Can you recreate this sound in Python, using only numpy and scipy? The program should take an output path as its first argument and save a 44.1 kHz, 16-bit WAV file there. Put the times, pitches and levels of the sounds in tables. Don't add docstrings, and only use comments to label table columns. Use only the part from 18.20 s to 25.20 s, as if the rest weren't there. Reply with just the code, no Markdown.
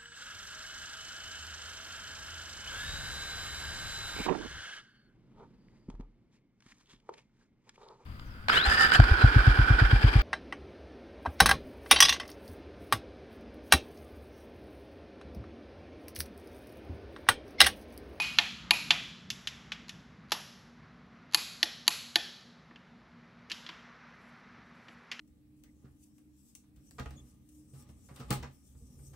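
import sys
import numpy as np
from scipy import signal
from scipy.fft import rfft, irfft, next_fast_len
from scipy.io import wavfile
from scipy.ndimage import map_coordinates

SR = 44100
rng = np.random.default_rng(int(sys.argv[2]) if len(sys.argv) > 2 else 0)


def unload_wav(signal):
    wavfile.write(
        sys.argv[1],
        SR,
        np.round(np.clip(np.atleast_2d(signal).T, -1, 1) * 32767).astype(np.int16),
    )


N = 308700
LEAD = 4410

# start in seconds, peak in dB, handle lowered 0-1.
SNAPS = [(-0.0081, -1, 0.04), (0.507, -1.5, 0.07), (3.1446, -1, 0.61), (3.6775, -3, 0.58)]
# start in seconds, peak in dB, handle lowered 0-1.
RESETS = [(0.185, -4.5, 0.13), (0.705, -4, 0.1), (3.428, -5, 0.8), (3.956, -5.5, 0.82)]
# start in seconds, peak in dB, brightness in dB per octave.
TICKS = [(1.101, -19.5, 6), (1.271, -21.5, 2.4), (1.518, -23.5, -2), (1.692, -29.5, 3.8)]
# last tick in seconds, its peak in dB,
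# dB fainter per earlier tick.
LEAD_INS = [(1.681, -37.5, 26.5), (2.106, -41.5, 8), (3.134, -25.5, 12.5), (3.666, -36, 17.5)]
LEAD_IN_GAP = .0112
# start in seconds, peak in dB.
CLUNK = (2.118, -10.5)
# start in seconds, peak in dB, brightness in dB per octave, strongest Hz.
KNOCKS = [(4.509, -48.5, -11, 1505), (4.558, -43.5, -3.5, 2850), (5.298, -32, 5.7, 2900),
          (5.306, -31.5, -4.5, 2750), (5.315, -23, 5, 3350), (5.463, -33.5, -1, 3300),
          (5.489, -30, -4.2, 3070), (6.682, -39, -6, 2120), (6.914, -24, -0.2, 2370),
          (6.992, -31, -1.5, 2350)]
FOCUS_DB, FOCUS_OCTAVES = 9.5, 0.37

COLOUR_HZ = [330, 800, 1000, 1750, 2300, 2850, 3450, 4200, 5500, 7100, 11500]
SNAP_COLOUR = [(-38.5, -23.5, -20, -21.5, -9, -7, -11, -9.5, -17.5, -22, -27),
               (-38.5, -35.5, -24.5, -26, -22.5, -17, -16, -6, -20, -18.5, -20.5)]
RESET_COLOUR = [(-45, -23.5, -27, -19, -13, -10.5, -8.5, -16, -22.5, -30, -39.5),
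                (-35, -27, -38.5, -14.5, -26.5, -21.5, -10.5, -14, -17, -29.5, -31.5)]
TICK_COLOUR = (-46.5, -33, -31.5, -18, -15, -13, -11.5, -20, -19.5, -30, -42)
LEAD_IN_COLOUR = (-34, -22, -16, -18.5, -17.5, -16, -12, -9, -13, -16, -22)
CLUNK_COLOUR = (-34.5, -24, -22, -21.5, -24.5, -17.5, -17.5, -20, -18, -30.5, -30)
KNOCK_COLOUR = (-38, -41, -26, -18, -18.5, -16, -17.5, -19, -18.5, -29, -40)

# factor on dying times, rebound in dB, shudder in dB, floor echo in dB,
# share of its modes in the hall (clipped to 0-1), treble beamed at the camera in dB, hall in dB.
SNAP_DIES = [(1.5, -17.5, -14, -20.5, 0.5, -0.8, 0.7), (1.3, -24, -26, -16, 0, 9, 3.5)]
RESET_DIES = [(1.9, -10, -7, -17, 0.31, -2.34, -0.025), (1.3, -16, -17.5, -18.5, 0.47, 4.5, -1.5)]
TICK_DIES = (1.63, -14.5, -2.5, -27, -1.3, 1, 1.7)
LEAD_IN_DIES = (2.3, -19, -15, -22.5, 0, -2.5, 2.5)
CLUNK_DIES = (1.3, -12, -4, -31, -0.13, 1, 1.75)
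KNOCK_DIES = (1.6, -12, -3.5, -25, 0, -1.5, 3.5)

# frequency in Hz, dB on top of the contact's colour,
# t60 in seconds before the dying factor.
HEAD = [(325.5, -3.5, 0.061), (706, -15, 0.086), (848, -7, 0.055), (986, -7, 0.038), (1140, -9, 0.03),
        (1500, -11, 0.02), (1798, 2.5, 0.013), (2117, -3, 0.015), (2476, -3, 0.013), (2797, -1, 0.014),
        (3080, -2, 0.012), (3420, 3.5, 0.006), (4090, 3, 0.0093), (4520, 0.5, 0.012), (4970, -4.5, .012),
        (5270, 1.5, 0.0029), (6100, -6.5, 0.012), (6400, -0.5, .009), (7020, 4.5, 0.0057),
        (7200, -9.5, 0.0066), (12000, -13.5, 0.016), (11170, -1, 0.01), (12770, -7.5, 0.012)]
BAR_HZ = [2384, 2487, 2616, 10570, 11090, 1800, 3380]
# dB within its group, t60 in seconds.
BAR = [(-7, .15), (0, .3), (-15, .2), (-1, .17), (-7.5, .1), (-1, .16), (0, .18)]
# low group, high pair, side pair, all in dB.
SNAP_RING = [(-22.5, -41.5, -50), (-45.5, -34.5, -44.5)]
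RESET_RING = [(-26.5, -47, -45), (-43, -43.5, -29)]
TRAVEL, RING_DELAY = .0014, .002
# frequency in Hz, gain in dB.
RADIATION = [(60, -40), (250, 0)]
BEAM_HZ = [5000, 7450]
REBOUND, FLOOR_ECHO = .0055, .0143
# frequency in Hz, gain in dB.
ECHO_COLOUR = [(4000, -20), (7000, 0), (12000, 0)]

# frequency in Hz, t60 in seconds.
HALL = [(250, 0.9), (800, 0.24), (2000, 0.59), (4000, 0.82), (7000, 0.82), (12000, 0.57)]
# frequency in Hz, gain in dB.
HALL_DB = [(250, -8), (800, -8.5), (2000, -11.5), (4000, -14.5), (7000, -12), (12000, -13.5)]

# time of the peak in seconds, level in dB rms before its flutter.
RUSTLE = [(5.52, -85), (6.054, -78), (6.55, -89.5), (6.7, -76)]
BRUSH_RISE, BRUSH_FALL = 90, 67
# frequency in Hz, relative density in dB per Hz.
CLOTH = [(800, -39.5), (2500, -22), (5000, 1), (8000, 12), (14000, -1)]
# time in seconds, drone in dB rms, tyre hiss in dB rms, before their flutter.
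ROAD = [(0.0, -55, -53.5), (0.39, -55, -59), (0.53, -54.5, -55.5), (0.74, -53, -57.5), (0.92, -57.5, -61),
        (2.01, -58.5, -63.5), (2.24, -61.5, -61.5), (2.59, -60.5, -64.5), (3.06, -61, -64),
        (3.39, -63, -60), (4.31, -64.5, -65.5), (4.78, -63.5, -66.5), (5.13, -63.5, -63.5),
        (5.56, -66, -55.5), (6.38, -63, -61), (7.0, -70, -59.5)]
DEEP_DB, DEEP_GROWS = -12, 1.3
# frequency in Hz, relative density in dB per Hz.
DEEP = [(30, -19.5), (50, -2), (70, 0), (100, -13), (200, -57)]
RUMBLE = [(60, -27.5), (100, -7.5), (170, 1), (230, -2.5), (300, -11), (500, -23.5), (900, -74)]
HISS = [(240, -34), (400, -15.5), (746, -7), (835, -8.5), (1230, -0.5), (2090, -2.5), (3220, -18),
        (6000, -21.5), (7800, -57), (13200, -120)]
# their frequencies in Hz, then their levels in dB rms.
HUM_HZ = [235.56, 240.06]
HUM_DB = [-68.5, -68.5]
HUM_IN_STEP = .097
# frequency in Hz, relative density in dB per Hz.
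AIR = [(150, -31.5), (400, -2), (1000, -3.5), (2000, -11), (4000, -12.5), (7000, -27.5), (11000, -35.5),
       (14000, -47)]

# frequency in Hz, side minus mid in dB.
SIDE_DB = [(60, -35.5), (300, -35.5), (2000, -62), (5000, -45), (8000, -23.5), (11000, -18), (13000, -6)]
# frequency in Hz, gain in dB.
MIC = [(20, -30.5), (50, 4), (7500, -2), (8500, -12), (9100, -21), (9800, -8.5), (11200, 4.5),
       (12200, -8.5), (13000, -10), (13600, -15), (14400, -25.5)]
TOP_HZ = 14400


def amp(db):
    return 10 ** (np.asarray(db) / 20)


def unit(x):
    return x / np.sqrt(np.mean(x ** 2) + 1e-20)


def along(points, hz):
    f, v = np.transpose(points)
    return np.interp(np.log(hz + 1), np.log(f + 1), v)


def wobble(rate):
    knots = rng.standard_normal(int(N * rate / SR) + 4)
    return map_coordinates(knots, [np.arange(N) * rate / SR])


def coloured(x, points, causal=False):
    m = 2 * next_fast_len(x.shape[-1] // 2 + 8192)
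    log_gain = np.log(amp(along(points, np.fft.rfftfreq(m, 1 / SR))))
    if causal:
        cepstrum = irfft(log_gain, m)
        cepstrum[1:m // 2] *= 2
        cepstrum[m // 2 + 1:] = 0
        log_gain = rfft(cepstrum)
    return irfft(rfft(x, m) * np.exp(log_gain), m)[..., :x.shape[-1]]


def ringing(hz, db, t60, t):
    hz, db, t60 = (np.asarray(v)[:, None] for v in (hz, db, t60))
    scatter, phase = rng.standard_normal((2, len(hz), 1))
    strength = amp(db + 1.5 * scatter - 60 * t / t60)
    return np.sum(strength * np.sin(2 * np.pi * hz * t + .7 * phase), axis=0)


def wrench():
    out = np.zeros(N + LEAD + 2 * SR)
    moves = cam_moves()
    hits = [move[:4] for move in moves] + ticks() + knocks() + clunk() + lead_ins()
    for s, peak_db, colour_db, dies in hits:
        heard = contact([(100, -90), *zip(COLOUR_HZ, colour_db)], *dies)
        out[round((s + TRAVEL) * SR) + LEAD:][:SR] += amp(peak_db) * heard
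    for s, peak_db, _, _, ring_db in moves:
        out[round((s + RING_DELAY) * SR) + LEAD:][:SR] += handle_ring(peak_db, ring_db)
    return out[LEAD:LEAD + N]


def cam_moves():
    def blend(pair, lowered):
        raised_row, lowered_row = np.asarray(pair)
        return raised_row + np.clip(lowered, 0, 1) * (lowered_row - raised_row)

    kinds = ((SNAPS, SNAP_COLOUR, SNAP_DIES, SNAP_RING), (RESETS, RESET_COLOUR, RESET_DIES, RESET_RING))
    return [(s, db, blend(colour, low), blend(dies, low), blend(ring, low))
            for rows, colour, dies, ring in kinds for s, db, low in rows]


def tilt(db_per_octave):
    return db_per_octave * np.log2(np.divide(COLOUR_HZ, np.median(COLOUR_HZ)))


def ticks():
    return [(s, db, TICK_COLOUR + tilt(bright), TICK_DIES) for s, db, bright in TICKS]


def knocks():
    def focus(hz):
        octaves_off = np.log2(np.divide(COLOUR_HZ, hz))
        return FOCUS_DB * np.exp(-(octaves_off / FOCUS_OCTAVES) ** 2)

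    return [(s, db, KNOCK_COLOUR + tilt(bright) + focus(hz), KNOCK_DIES) for s, db, bright, hz in KNOCKS]


def clunk():
    return [(*CLUNK, CLUNK_COLOUR, CLUNK_DIES)]


def lead_ins():
    return [(s - k * LEAD_IN_GAP, db - k * fainter_db, LEAD_IN_COLOUR, LEAD_IN_DIES)
            for s, db, fainter_db in LEAD_INS for k in range(3)]


def contact(colour, dying, rebound_db, shudder_db, echo_db, modal, beam_db, hall_db):
    t = np.arange(SR // 10) / SR
    head_hz, head_db, head_t60 = np.transpose(HEAD)

    def burst(t60):
        return coloured(rng.standard_normal(len(t)) * amp(-60 * t / t60), colour, causal=True)

    clank = np.zeros(SR // 5)
    impulse = np.eye(1, len(clank))[0]
    snap = coloured(impulse, colour, causal=True)
    for delay, db in ((0, 0), (REBOUND, rebound_db)):
        blow = ringing(head_hz, head_db + along(colour, head_hz), head_t60 * dying, t)
        blow *= 1 - np.exp(-t / 0.00063)
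        blow += 2.9 * burst(0.0035 * dying) + 8 * snap[:len(t)]
        clank[round(delay * SR):][:len(t)] += amp(db) * blow / np.abs(blow).max()
    shudder = burst(0.08)
    clank[:len(t)] += amp(shudder_db) * shudder / np.abs(shudder).max()
    clank = coloured(clank, RADIATION, causal=True)
    spread = snap * np.linalg.norm(clank) / np.linalg.norm(snap)
    modal = np.clip(modal, 0, 1)
    heard = amp(hall_db) * hall(modal * clank + np.sqrt(1 - modal ** 2) * spread)
    direct = coloured(clank, list(zip(BEAM_HZ, (0, beam_db))), causal=True)
    floor = coloured(direct, ECHO_COLOUR, causal=True)
    heard[:len(direct)] += direct
    heard[round(FLOOR_ECHO * SR):][:len(floor)] += amp(echo_db) * floor
    return heard


def handle_ring(peak_db, ring_db):
    t = np.arange(SR // 2) / SR
    bar_db, bar_t60 = np.transpose(BAR)
    group_db = np.repeat(ring_db, [3, 2, 2])
    ring = ringing(BAR_HZ, peak_db + bar_db + group_db, bar_t60, t)
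    ring *= 1 - np.exp(-t / 0.0016)
    ring *= amp(3 * wobble(70)[:len(t)])
    heard = hall(ring)
    heard[:len(t)] += ring
    return heard


def hall(x):
    hz, t, z = signal.stft(rng.standard_normal(SR), SR, nperseg=128)
    build = 0.083 + np.clip((t - .024) / 0.0024, 0, 1)
    decay = amp(-60 * t / along(HALL, hz)[:, None]) * build
    decay *= amp(along(HALL_DB, hz))[:, None] / np.linalg.norm(decay, axis=1, keepdims=True)
    tail = signal.istft(z * decay, SR, nperseg=128)[1]
    return signal.fftconvolve(x, tail * np.sqrt(2 / 128))[:SR]


def noise(points):
    return unit(coloured(rng.standard_normal(N), points))


def rustle(t):
    brush = sum(amp(db - np.maximum(BRUSH_RISE * (at - t), BRUSH_FALL * (t - at))) for at, db in RUSTLE)
    return brush * amp(3.0 * wobble(60)) * noise(CLOTH)


def road(t):
    s, drone_db, tyre_db = np.transpose(ROAD)
    mean_db = drone_db.mean()
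    deep_db = mean_db + DEEP_DB + DEEP_GROWS * (drone_db - mean_db)
    out = np.zeros(N)
    for db, points in ((deep_db, DEEP), (drone_db, RUMBLE), (tyre_db, HISS)):
        level_db = np.interp(t, s, db) + 0.48 * wobble(15) + 0.76 * wobble(13)
        out += amp(level_db) * noise(points)
    return out


def motors(t):
    return sum(np.sqrt(2) * amp(db) * np.sin(2 * np.pi * hz * (t - HUM_IN_STEP))
               for hz, db in zip(HUM_HZ, HUM_DB))


def shop_air():
    return amp(-66) * noise(AIR)


def background():
    t = np.arange(N) / SR
    return rustle(t) + road(t) + motors(t) + shop_air()


def scene():
    clicks, room = wrench(), background()
    click_side = coloured(np.roll(clicks, 40), SIDE_DB)
    room_side = amp(-33) * np.roll(room, SR // 5)
    side = click_side + room_side
    return np.array([clicks + room + side, clicks + room - side])


def record(dry):
    heard = coloured(dry, MIC, causal=True)
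    return coloured(heard, [(TOP_HZ, 0), (TOP_HZ + 100, -55)])


dry = scene()
out = record(dry)
unload_wav(out)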